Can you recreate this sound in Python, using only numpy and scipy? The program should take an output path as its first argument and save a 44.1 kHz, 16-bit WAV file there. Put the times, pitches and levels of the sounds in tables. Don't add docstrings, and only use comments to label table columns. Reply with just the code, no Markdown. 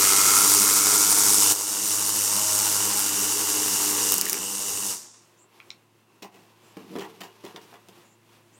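import sys
import numpy as np
from scipy import signal
from scipy.fft import rfft, irfft
from scipy.io import wavfile
from scipy.ndimage import map_coordinates

SR = 44100
rng = np.random.default_rng(int(sys.argv[2]) if len(sys.argv) > 2 else 0)


def generate_wav(sig):
    pcm = np.round(np.clip(np.atleast_2d(sig).T, -1, 1) * 32767).astype(np.int16)
    wavfile.write(sys.argv[1], SR, pcm)


N = 378806
T = np.arange(N) / SR
RELEASE_S = 4.91
# (frequency [Hz], gain [dB])
THUD_EQ = [(50, -53), (110, -27), (150, -10.5), (195, -2), (245, -10.5), (275, -6), (310, -2.5), (410, 1.5),
           (480, -7.5), (650, -23.5), (1200, -44)]


def amp(db):
    return 10 ** (np.asarray(db) / 20)


def unit(x):
    return x / np.sqrt(np.mean(x ** 2) + 1e-20)


def running(x):
    return x / x[T < RELEASE_S].std()


def curves(rows):
    s, *columns = np.transpose(rows)
    return [np.interp(T, s, c) for c in columns]


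def read(points, hz):
    f, value = np.transpose(points)
    return np.interp(np.log(hz + 1), np.log(f + 1), value)


def colour(x, eq):
    log_gain = np.log(amp(read(eq, abs(np.fft.fftfreq(4096, 1 / SR)))))
    taps = np.fft.ifft(np.exp(np.conj(signal.hilbert(log_gain)))).real
    return signal.oaconvolve(x, taps[:len(taps) // 2])[:len(x)]


def ring(x, modes):
    out = 0
    for hz, width, db in modes:
        b, a = signal.iirpeak(hz, hz / width, SR)
        out += amp(db) * signal.lfilter(b, a, signal.lfilter(b, a, x))
    return out


def moving_ring(x, modes, shift):
    out = 0
    for hz, width, db in modes:
        carrier = np.exp(2j * np.pi * np.cumsum(hz * shift) / SR)
        r = np.exp(-np.pi * width / SR)
        out += amp(db) * (carrier * signal.lfilter([(1 - r) ** 2], [1, -2 * r, r * r], x / carrier)).real
    return out


def noise():
    return rng.standard_normal(N)


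def wander(hz):
    return unit(irfft(rfft(noise()) * np.exp(-(np.fft.rfftfreq(N, 1 / SR) / hz) ** 2), N))


def grains(per_s, spread_db):
    ticks = noise() * (rng.random(N) < per_s / SR)
    return unit(ticks * amp(spread_db * np.minimum(rng.exponential(1, N), 3)))


def whistle(hz, width):
    return unit(((wander(width) + 1j * wander(width)) * np.exp(2j * np.pi * np.cumsum(hz) / SR)).real)


def scatter(x, db):
    return amp(db * np.clip(x, -2, 2))


def lobe(turns, width):
    return np.exp(-(np.sin(np.pi * turns) / (np.pi * width)) ** 2)


def add(mix, s, sound):
    part = mix[max(round(s * SR), 0):][:len(sound)]
    part += sound[:len(part)]


def head_motion(snag_s=4.275, snag_half_s=.12, sag=.16, lasting_sag=.007, coast_s=.44, cutout_s=.077):
    # (time [s], speed [turns/s])
    free_speed = [(0, 97.2), (.5, 99.2), (1.1, 101.3), (1.7, 101.2), (2.1, 102.4), (2.7, 102.7),
                  (2.9, 100.9), (3.3, 99.9), (3.7, 100.6), (4.1, 99.7)]
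    snag = np.exp(-((T - snag_s) / snag_half_s) ** 4)
    coasted = np.maximum(T - RELEASE_S, 0)
    spin_left = np.exp(-coasted / coast_s)
    drive_off = 1 - np.exp(-coasted / cutout_s)
    speed = curves(free_speed)[0] * (1 - sag * snag - lasting_sag * (T > snag_s)) * spin_left
    stumble = .002 + .1 * snag + .09 * drive_off
    turns = np.cumsum(speed * (1 + stumble * wander(25))) / SR
    coast_db = 16 * np.log2(spin_left) - 9 * drive_off
    return speed / speed[0], turns, snag, coast_db


def curb_bounce(x, share):
    # (time [s], delay [s], strength [0-1])
    reflection = [(0, .00113, .5), (.55, .00112, .5), (1.45, .00103, .25), (1.8, .001, .02)]
    delay, strength = curves(reflection)
    late = map_coordinates(x, [(T - delay) * SR], order=3)
    return (x - share * strength * late) / np.sqrt(1 + (share * strength) ** 2)


def tip_whistle(pace, turns, force, hz=7700, sweep=.16, swing=.08, db=-12):
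    pitch = hz * pace * (1 + sweep * np.cos(2 * np.pi * turns) + swing * wander(130))
    return amp(db) * running(force * (.25 + lobe(turns, .13))) * whistle(pitch, width=420)


def cutting_line(pace, passes, contact, raps, eddies, bite, depth, whip_db=-10.5, dull_hz=8500):
    # (frequency [Hz], gain [dB])
    swish_eq = [(2000, -42.5), (3200, -19), (3750, -10), (4200, -14), (4700, -5), (5150, -4), (5750, 1),
                (6200, -1), (6700, 1), (7300, 0.5), (8800, -1), (10300, -7), (12500, -8), (14500, -8.5),
                (16000, -22.5)]
    slap_eq = [(150, -39), (400, -20.5), (1200, 1.5), (3000, -9.5), (4500, 6), (6000, -27), (9000, 6.5),
               (12000, 8), (16000, -2)]
    whip_eq = [(100, -29.5), (600, -9), (1000, 9.5), (1400, -6), (2400, -16.5), (3300, -8.5), (4500, -1.5),
               (5800, 3), (9000, 3), (16000, -8.5)]
    swish = running(colour(noise() * (1 + depth * passes), swish_eq))
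    slaps = bite * running(colour(contact * grains(9000, 3.4), slap_eq))
    whips = -amp(whip_db) * depth * running(colour(raps * scatter(noise(), db=1.6), whip_eq))
    graze = unit(scatter(wander(11), db=1.8))
    bright = swish + whips + graze * (slaps + depth * eddies)
    slow = np.clip(3 * (1 - pace), 0, 1)
    dull = signal.filtfilt(*signal.butter(2, dull_hz, fs=SR), swish)
    return curb_bounce((1 - slow) * bright + slow * dull, share=.15) / np.sqrt(1 + bite ** 2)


def air_rush(passes, contact, depth, push_db, db=-39):
    # (frequency [Hz], gain [dB])
    rush_eq = [(60, -22), (130, -8.5), (200, -5), (340, -1), (450, 0.5), (560, -7), (700, -3.5), (880, 3),
               (1120, 2), (1500, -4), (2100, -4.5), (2430, -8), (2900, -5), (3300, -7), (3750, -6.5),
               (4200, -8), (5000, -17.5), (9000, -52)]
    level = amp(db + .91 * push_db - 1.5 * depth + wander(18))
    rush = running(colour(noise() * (.36 + passes + depth * contact), rush_eq))
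    return level * curb_bounce(rush, share=.48)


def gear_whine(turns, raps, knock_db=-2, trim_db=-2):
    # (frequency [Hz], gain [dB])
    case_eq = [(1200, -45), (2420, -24), (2660, -4), (2810, 0), (3000, -2.5), (3230, -19), (5000, -40)]
    # (time [s], level [dB])
    fader = [(0, -35), (1.25, -46.5), (1.5, -32), (1.55, -48), (1.8, -40.5), (3.3, -38), (4.1, -38),
             (4.45, -42)]
    rasp = running(noise() * (.13 + lobe(turns, .065) + .44 * lobe(turns - .5, .13)))
    teeth = rasp + amp(knock_db) * running(raps)
    return amp(curves(fader)[0] + trim_db) * running(colour(teeth, case_eq))


def head_hum(turns, push_db, trim_db=-1, rough_hz=45, roughness=.12):
    # (multiple of the speed [ratio], base level [dB], rise with push [dB/dB],
    # rise with timbre [dB/unit], unsteadiness [0-1])
    partials = [(1, -53.5, 0.94, -2, .2), (1.141, -61.5, -0.4, 1.5, .6), (2, -51.5, 0.25, -2, 0.5),
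                (3, -46.5, 1, 6, 0.25), (3.151, -54, 0.26, -4, 0.6), (4.001, -54, 1.1, 1, 0.6),
                (4.16, -47.5, 0.7, 4.5, 0.25), (4.87, -54.5, 0.5, 3, 0.5), (5, -55, -0.7, -0.5, 0.3),
                (6.12, -61.5, 0.06, -6, 0.6), (8.199, -57.5, 1, -3.5, 0.9)]
    # (time [s], timbre [units])
    timbre_moves = [(0, -0.67), (1.25, 0.089), (1.9, -0.63), (2.55, -2.64), (2.88, -0.86), (3.1, 0.044),
                    (3.9, 0.67), (4.5, -0.46)]
    timbre, out = curves(timbre_moves)[0], 0
    for multiple, db, follow, timbre_db, loose in partials:
        tone = unit(1 + loose * wander(6.7)) * np.cos(2 * np.pi * multiple * turns + loose * wander(11))
        out += np.sqrt(2) * amp(db + follow * push_db + timbre_db * timbre) * tone
    return amp(trim_db) * out * (1 + roughness * wander(rough_hz))


def guard_ring(raps, passes, rasp_db=-1.5, drift_per_s=.05, waver=.011):
    # (pitch [Hz], width [Hz], gain [dB])
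    modes = [(1305, 150, 5.5), (2150, 280, -2), (2400, 260, -4), (3200, 300, -7), (4400, 450, -7),
             (5570, 200, -3)]
    # (time [s], level [dB])
    fader = [(0, -28.5), (.35, -27), (.5, -32.5), (.9, -32.5), (1.5, -39), (1.55, -52.5), (2.8, -42.5),
             (4.5, -62.5)]
    rasp = amp(rasp_db) * running(noise() * (.18 + passes))
    shift = 1 + drift_per_s * np.minimum(T, 2) + waver * wander(21)
    return amp(curves(fader)[0]) * running(moving_ring(running(raps) + rasp, modes, shift))


def trimmer(usual_db=-23, rock_per_turn=.12, slap_turns=.076, snag_bite_db=14, snag_hum_db=-9):
    # (time [s], level [dB])
    fader = [(0, -14.5), (.55, -15), (.85, -17), (1.518, -16), (1.54, -26.5), (1.8, -23), (2.25, -21),
             (2.95, -19.5), (4.135, -18.5), (4.15, -21.5), (4.42, -27.5), (4.88, -25.5)]
    # (time [s], slap against swish [dB], pulsing depth [ratio])
    curb_bite = [(0, -8, 0.64), (.55, -4, 1.1), (1.1, -8, 1.08), (2.6, -9.5, 0.84), (3.2, -9.5, 0.38),
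                 (4.0, -10, 0.36), (4.55, -22, 0.8)]
    pace, turns, snag, coast_db = head_motion()
    loud_db = curves(fader)[0]
    push_db = loud_db - usual_db
    bite_db, depth = curves(curb_bite)
    bite = amp(bite_db + snag_bite_db * snag)
    sway_db = .45 * wander(9)
    force = scatter(noise(), db=1.1)[np.round(2 * turns).astype(int)]
    force *= 1 + .12 * np.sin(2 * np.pi * rock_per_turn * turns)
    passes = force * (lobe(turns, .31) + .45 * lobe(turns - .5, .19))
    contact = force * (lobe(turns, slap_turns) + .53 * lobe(turns - .5, slap_turns))
    raps = force * np.diff(np.floor(turns + .02 * wander(120)), prepend=0)
    eddies = tip_whistle(pace, turns, force)
    line = amp(loud_db + sway_db - 3.5) * cutting_line(pace, passes, contact, raps, eddies, bite, depth)
    air = air_rush(passes, contact, depth, push_db)
    drive = gear_whine(turns, raps) + amp(snag_hum_db * snag) * head_hum(turns, push_db)
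    drive *= amp(coast_db)
    sound = line + air + drive + guard_ring(raps, passes) + slack_flap(snag, passes)
    return sound * amp(coast_db) * np.interp(T, [5.15, 5.4], [1, 0])


def yard(air_db=-60.5, bands_db=-70):
    # (frequency [Hz], gain [dB])
    air_eq = [(18, -56.5), (30, -51), (75, -21.5), (90, -24), (112, -17.5), (141, -9), (319, -10),
              (345, -1), (384, -17), (473, -12.5), (1860, -19.5), (2680, -19.5), (4910, -26), (7270, -26.5),
              (16000, -32)]
    # (pitch [Hz], level [dB])
    pump_tones = [(110, -67.5), (220.5, -73.5), (355, -74)]
    # (pitch [Hz], width [Hz], gain [dB])
    band_modes = [(2700, 160, -2), (1002, 300, 0), (383, 96, 3.5)]
    pump = sum(amp(db + 1.4 * wander(3)) * np.sqrt(2) * np.sin(2 * np.pi * hz * T + .3 * wander(3))
               for hz, db in pump_tones)
    rise_db = np.interp(T, [5.9, 6.6], [-5, 0])
    air = amp(air_db + .39 * rise_db - 2.5 * wander(5)) * unit(colour(noise(), air_eq))
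    bands = amp(bands_db + 1.7 * wander(5)) * unit(ring(noise(), band_modes))
    return air + amp(rise_db) * pump + bands


def footsteps():
    # (middle [s], level [dB], pitch [Hz], length [s])
    steps = [(0.108, -53.5, 47, 0.1), (0.562, -53, 54.5, 0.053), (0.615, -34, 201, 0.06),
             (1.045, -52, 43, 0.065), (3.253, -51, 34, 0.063), (4.132, -54, 45, .06),
             (4.272, -56, 40, 0.059), (4.427, -55, 36.5, 0.045)]
    out = np.zeros(N)
    for s, db, hz, length in steps:
        t = np.arange(0, length, 1 / SR)
        tone = np.sin(2 * np.pi * (hz * t + rng.random()))
        add(out, s - length / 2, amp(db) * np.hanning(len(t)) * tone)
    return out


def grit(crumble_db=-7, crumble_s=.0005, spray_s=.008):
    # (time [s], peak [dB], spray against the pulse [dB])
    chips = [(1.5214, -4, -32), (4.0905, -11, -30), (4.1213, 1.5, -26), (4.1411, 1, -28), (4.182, .5, -30),
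             (4.2126, 0, -27), (4.2552, -8, -25), (4.2803, -15, -18), (4.2866, -13, -26), (4.2971, 1, -25),
             (4.3303, -4, -26)]
    # (frequency [Hz], gain [dB])
    crack_eq = [(100, -45), (600, -18), (2500, -16), (3800, -9), (5300, -2), (7800, -3.5), (10000, -0.5),
                (12000, -2.5), (14500, -1), (16000, -6)]
    out, t = np.zeros(N), T[:2048]
    for s, db, spray_db in chips:
        dust = amp(crumble_db) * np.exp(-t / crumble_s) + amp(spray_db) * np.exp(-t / spray_s)
        crack = colour(dust * rng.standard_normal(len(t)) - (t == 0), crack_eq)
        add(out, s, amp(db) * crack / abs(crack).max())
    return out


def slack_flap(snag, passes, db=-42):
    return amp(db) * np.sqrt(snag) * running(colour(noise() * (.3 + passes), THUD_EQ))


def clicks(chatter_db=-25, chatter_s=.0014, tail_db=-41, tail_s=.031):
    # (time [s], peak [dB], pitch [Hz], width [Hz])
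    hits = [(4.223, -23, 1500, 1600), (4.266, -24, 1910, 700), (4.2863, -22, 1500, 2000),
            (4.342, -20, 1600, 900), (4.373, -25, 1110, 1400), (5.4433, -50, 715, 513),
            (5.6018, -33.5, 2370, 650), (5.7043, -22.5, 3980, 790), (6.2288, -34, 4020, 480),
            (6.2468, -37, 726, 250), (6.769, -36, 323, 130), (6.955, -27.5, 260, 110),
            (6.988, -33.5, 348, 130), (7.048, -35, 860, 150), (7.2396, -41, 2900, 130),
            (7.443, -39, 420, 90), (7.5613, -30, 3540, 800), (7.729, -37, 754, 450),
            (7.886, -36, 6570, 3480)]
    # (pitch [ratio], width [ratio], gain [dB])
    plastic = [(.36, .8, -15), (.56, .6, -4), (1, 1, 4.5), (1.34, .8, -1), (1.6, .8, -9)]
    out, t = np.zeros(N), T[:4096]
    decay = amp(chatter_db) * np.exp(-t / chatter_s) + amp(tail_db) * np.exp(-t / tail_s)
    for s, db, hz, width in hits:
        modes = [(hz * ratio, width * share, mode_db) for ratio, share, mode_db in plastic]
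        snap = ring((t == 0) + rng.standard_normal(len(t)) * decay, modes)
        add(out, s, amp(db) * snap / abs(snap).max())
    return out


def bird(slide_s=.04, blur_hz=750):
    # (time [s], length [s], first pitch [Hz], last pitch [Hz], level [dB])
    calls = [(5.355, 0.092, 5660, 7600, -70), (6.592, 0.14, 6040, 7400, -76),
             (8.016, 0.14, 6050, 7100, -74), (8.515, 0.069, 5700, 8300, -69)]
    out = np.zeros(N)
    breath = (wander(blur_hz) + 1j * wander(blur_hz)) / np.sqrt(2)
    for s, length, first_hz, last_hz, db in calls:
        t = np.arange(0, length, 1 / SR)
        hz = np.interp(t, [0, slide_s], [first_hz, last_hz])
        note = (np.roll(breath, -round(s * SR))[:len(t)] * np.exp(2j * np.pi * np.cumsum(hz) / SR)).real
        add(out, s, amp(db) * note * signal.windows.tukey(len(t), .5))
    return out


def rustle(waver_db=2):
    # (middle [s], half length [s], level [dB])
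    brushes = [(5.567, 0.07, -60.5), (6.796, 0.032, -60), (6.93, 0.072, -58), (7.105, 0.64, -58.5),
               (7.504, 0.068, -62), (7.71, 0.052, -62), (7.963, 0.062, -60.5), (8.337, 0.059, -61.5)]
    # (frequency [Hz], gain [dB])
    cloth_eq = [(150, -25), (380, 14.5), (600, 4), (1000, 11), (1600, 1), (3000, 4.5), (5500, -1),
                (8000, -7.5), (14000, -7), (16000, -23)]
    level = sum(amp(db) * np.exp(-((T - s) / half) ** 2) for s, half, db in brushes)
    return level * amp(waver_db * wander(28)) * unit(colour(grains(7000, .83), cloth_eq))


def knocks(rise_share=.15, shaft_db=-5):
    # (time [s], thud [dB], clatter [dB], scrape [dB], fade [s])
    hits = [(6.221, -38.5, -49, -43.5, 0.013), (6.229, -42, -40, -46, 0.0031),
            (6.242, -49, -53, -56, 0.025), (6.32, -58.5, -60, -60.5, 0.1), (6.768, -31, -42.5, -50, 0.0069),
            (6.79, -49, -63, -66, 0.11), (6.895, -41, -68, -70, 0.13), (6.957, -36, -42, -55, 0.016),
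            (6.984, -43, -47, -44, 0.012), (7.005, -65, -43, -46, 0.026), (7.04, -63, -49, -70, 0.011),
            (7.204, -40, -41, -42, 0.013), (7.233, -47, -46.5, -47, 0.02), (7.435, -41.5, -48, -52, 0.037),
            (7.542, -45, -70, -70, 0.013), (7.559, -46, -40, -48, 0.011), (7.61, -52, -62, -53, 0.027),
            (7.739, -48, -48, -55, 0.0082), (7.885, -47, -56, -52, 0.0087)]
    # (frequency [Hz], gain [dB])
    clatter_eq = [(300, -25), (580, -1), (670, 9.5), (820, 6.5), (1000, 0), (1400, -3.5), (1900, -1),
                  (3000, -7), (6000, -70)]
    scrape_eq = [(1200, -59), (2600, 3), (4000, -2), (5500, -2), (7500, -6), (11000, -12.5), (16000, -9)]
    # (pitch [Hz], width [Hz], gain [dB])
    tube = [(1000, 230, 13), (1920, 420, 2.5), (2850, 24, 15)]
    envelopes = np.zeros((3, N))
    for s, *layer_db, fade in hits:
        age, rise = T - s, rise_share * fade
        shape = np.clip(age / rise, 0, 1) * np.exp(-np.maximum(age - rise, 0) / fade)
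        envelopes += amp(layer_db)[:, None] * shape
    textures = noise(), grains(4000, .94), grains(3700, 1.4)
    body = sum(colour(envelope * texture, eq) / colour(texture, eq).std()
               for envelope, texture, eq in zip(envelopes, textures, (THUD_EQ, clatter_eq, scrape_eq)))
    shaft = ring(envelopes[1] * textures[2], tube) / ring(textures[2], tube).std()
    return body + amp(shaft_db) * shaft


def groan(start_s=6.78, length_s=.22, glide_hz=(275, 180), swell_db=(-61.5, -50.5)):
    progress = np.clip((T - start_s) / length_s, 0, 1)
    gate = np.clip(10 * np.minimum(progress, 1 - progress), 0, 1)
    pitch = np.interp(progress, [0, 1], glide_hz)
    return gate * amp(np.interp(progress, [0, 1], swell_db)) * whistle(pitch, width=42)


def rattles(detune_share=.045, attack_s=.00043, tick_db=-2, tick_s=.0013):
    # (time [s], peak [dB], brightness [dB/octave])
    taps = [(6.926, -45.5, -9), (6.9547, -29, -1), (6.962, -30, 3), (6.995, -32, 4), (7.008, -31, 4),
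            (7.021, -31, 0), (7.035, -40, 0), (7.051, -39, 6), (7.211, -34, 9), (7.2162, -29, 7),
            (7.4423, -44, -2), (7.451, -35, 10), (7.4646, -35, 6), (7.5608, -48, 3), (7.577, -35, -5),
            (7.757, -42, 1)]
    # (pitch [Hz], level [dB], t60 [s])
    housing = [(418, 11, 0.032), (690, -13, 0.04), (940, 1, 0.026), (1214, 1, 0.045), (1870, -0.5, 0.057),
               (2080, -6, .025), (2740, -9, .03), (3190, 1.5, 0.028), (3690, -9, 0.033), (4300, -6, 0.03),
               (5100, -9, 0.014), (5700, -10, 0.014), (7100, -11, .012)]
    out, t = np.zeros(N), T[:6000]
    hz, mode_db, t60 = np.transpose(housing)[:, :, None]
    for s, db, tilt in taps:
        spot, phase, detune = rng.standard_normal((3, len(hz), 1))
        decays = amp(mode_db + tilt * np.log2(hz / 2000) + 2 * spot - 60 * t / t60)
        modes = decays * np.sin(2 * np.pi * (hz * (1 + detune_share * detune) * t + phase))
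        tick = amp(tick_db + 2 * tilt) * np.exp(-t / tick_s) * rng.uniform(-.75, 1, len(t))
        tap = modes.sum(0) * np.minimum(t / attack_s, 1) + tick
        add(out, s, amp(db) * tap / abs(tap).max())
    return signal.sosfilt(signal.butter(3, 180, "high", fs=SR, output="sos"), out)


def echo(x, predelay_s=.008):
    # (frequency [Hz], t60 [s])
    decay_times = [(200, 0.085), (1000, 0.2), (4000, 0.072), (14000, 0.12)]
    hz, t, spectrum = signal.stft(rng.standard_normal(SR // 2), SR, nperseg=256)
    decay = amp(-60 * t / read(decay_times, hz)[:, None]) * (t > predelay_s)
    tail = signal.istft(spectrum * decay, SR, nperseg=256)[1]
    return signal.oaconvolve(x, tail / np.linalg.norm(tail))[:N]


def scene():
    machine = signal.lfilter(*signal.butter(2, 55, "high", fs=SR), trimmer() + grit())
    handling = clicks() + knocks() + rattles() + groan() + rustle()
    calls = bird()
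    returns = echo(amp(-15) * machine + amp(-6) * handling + amp(11.5) * calls)
    return (machine + handling + calls + returns + footsteps() + yard())[None]


def record(dry):
    ceiling, cutoff_hz = .78, 16100
    rounded = dry / (1 + (dry / ceiling) ** 6) ** (1 / 6)
    lowpass = signal.firwin(401, cutoff_hz, window=("kaiser", 9), fs=SR)
    return signal.oaconvolve(rounded, lowpass[None], "same")


dry = scene()
out = record(dry)
generate_wav(out)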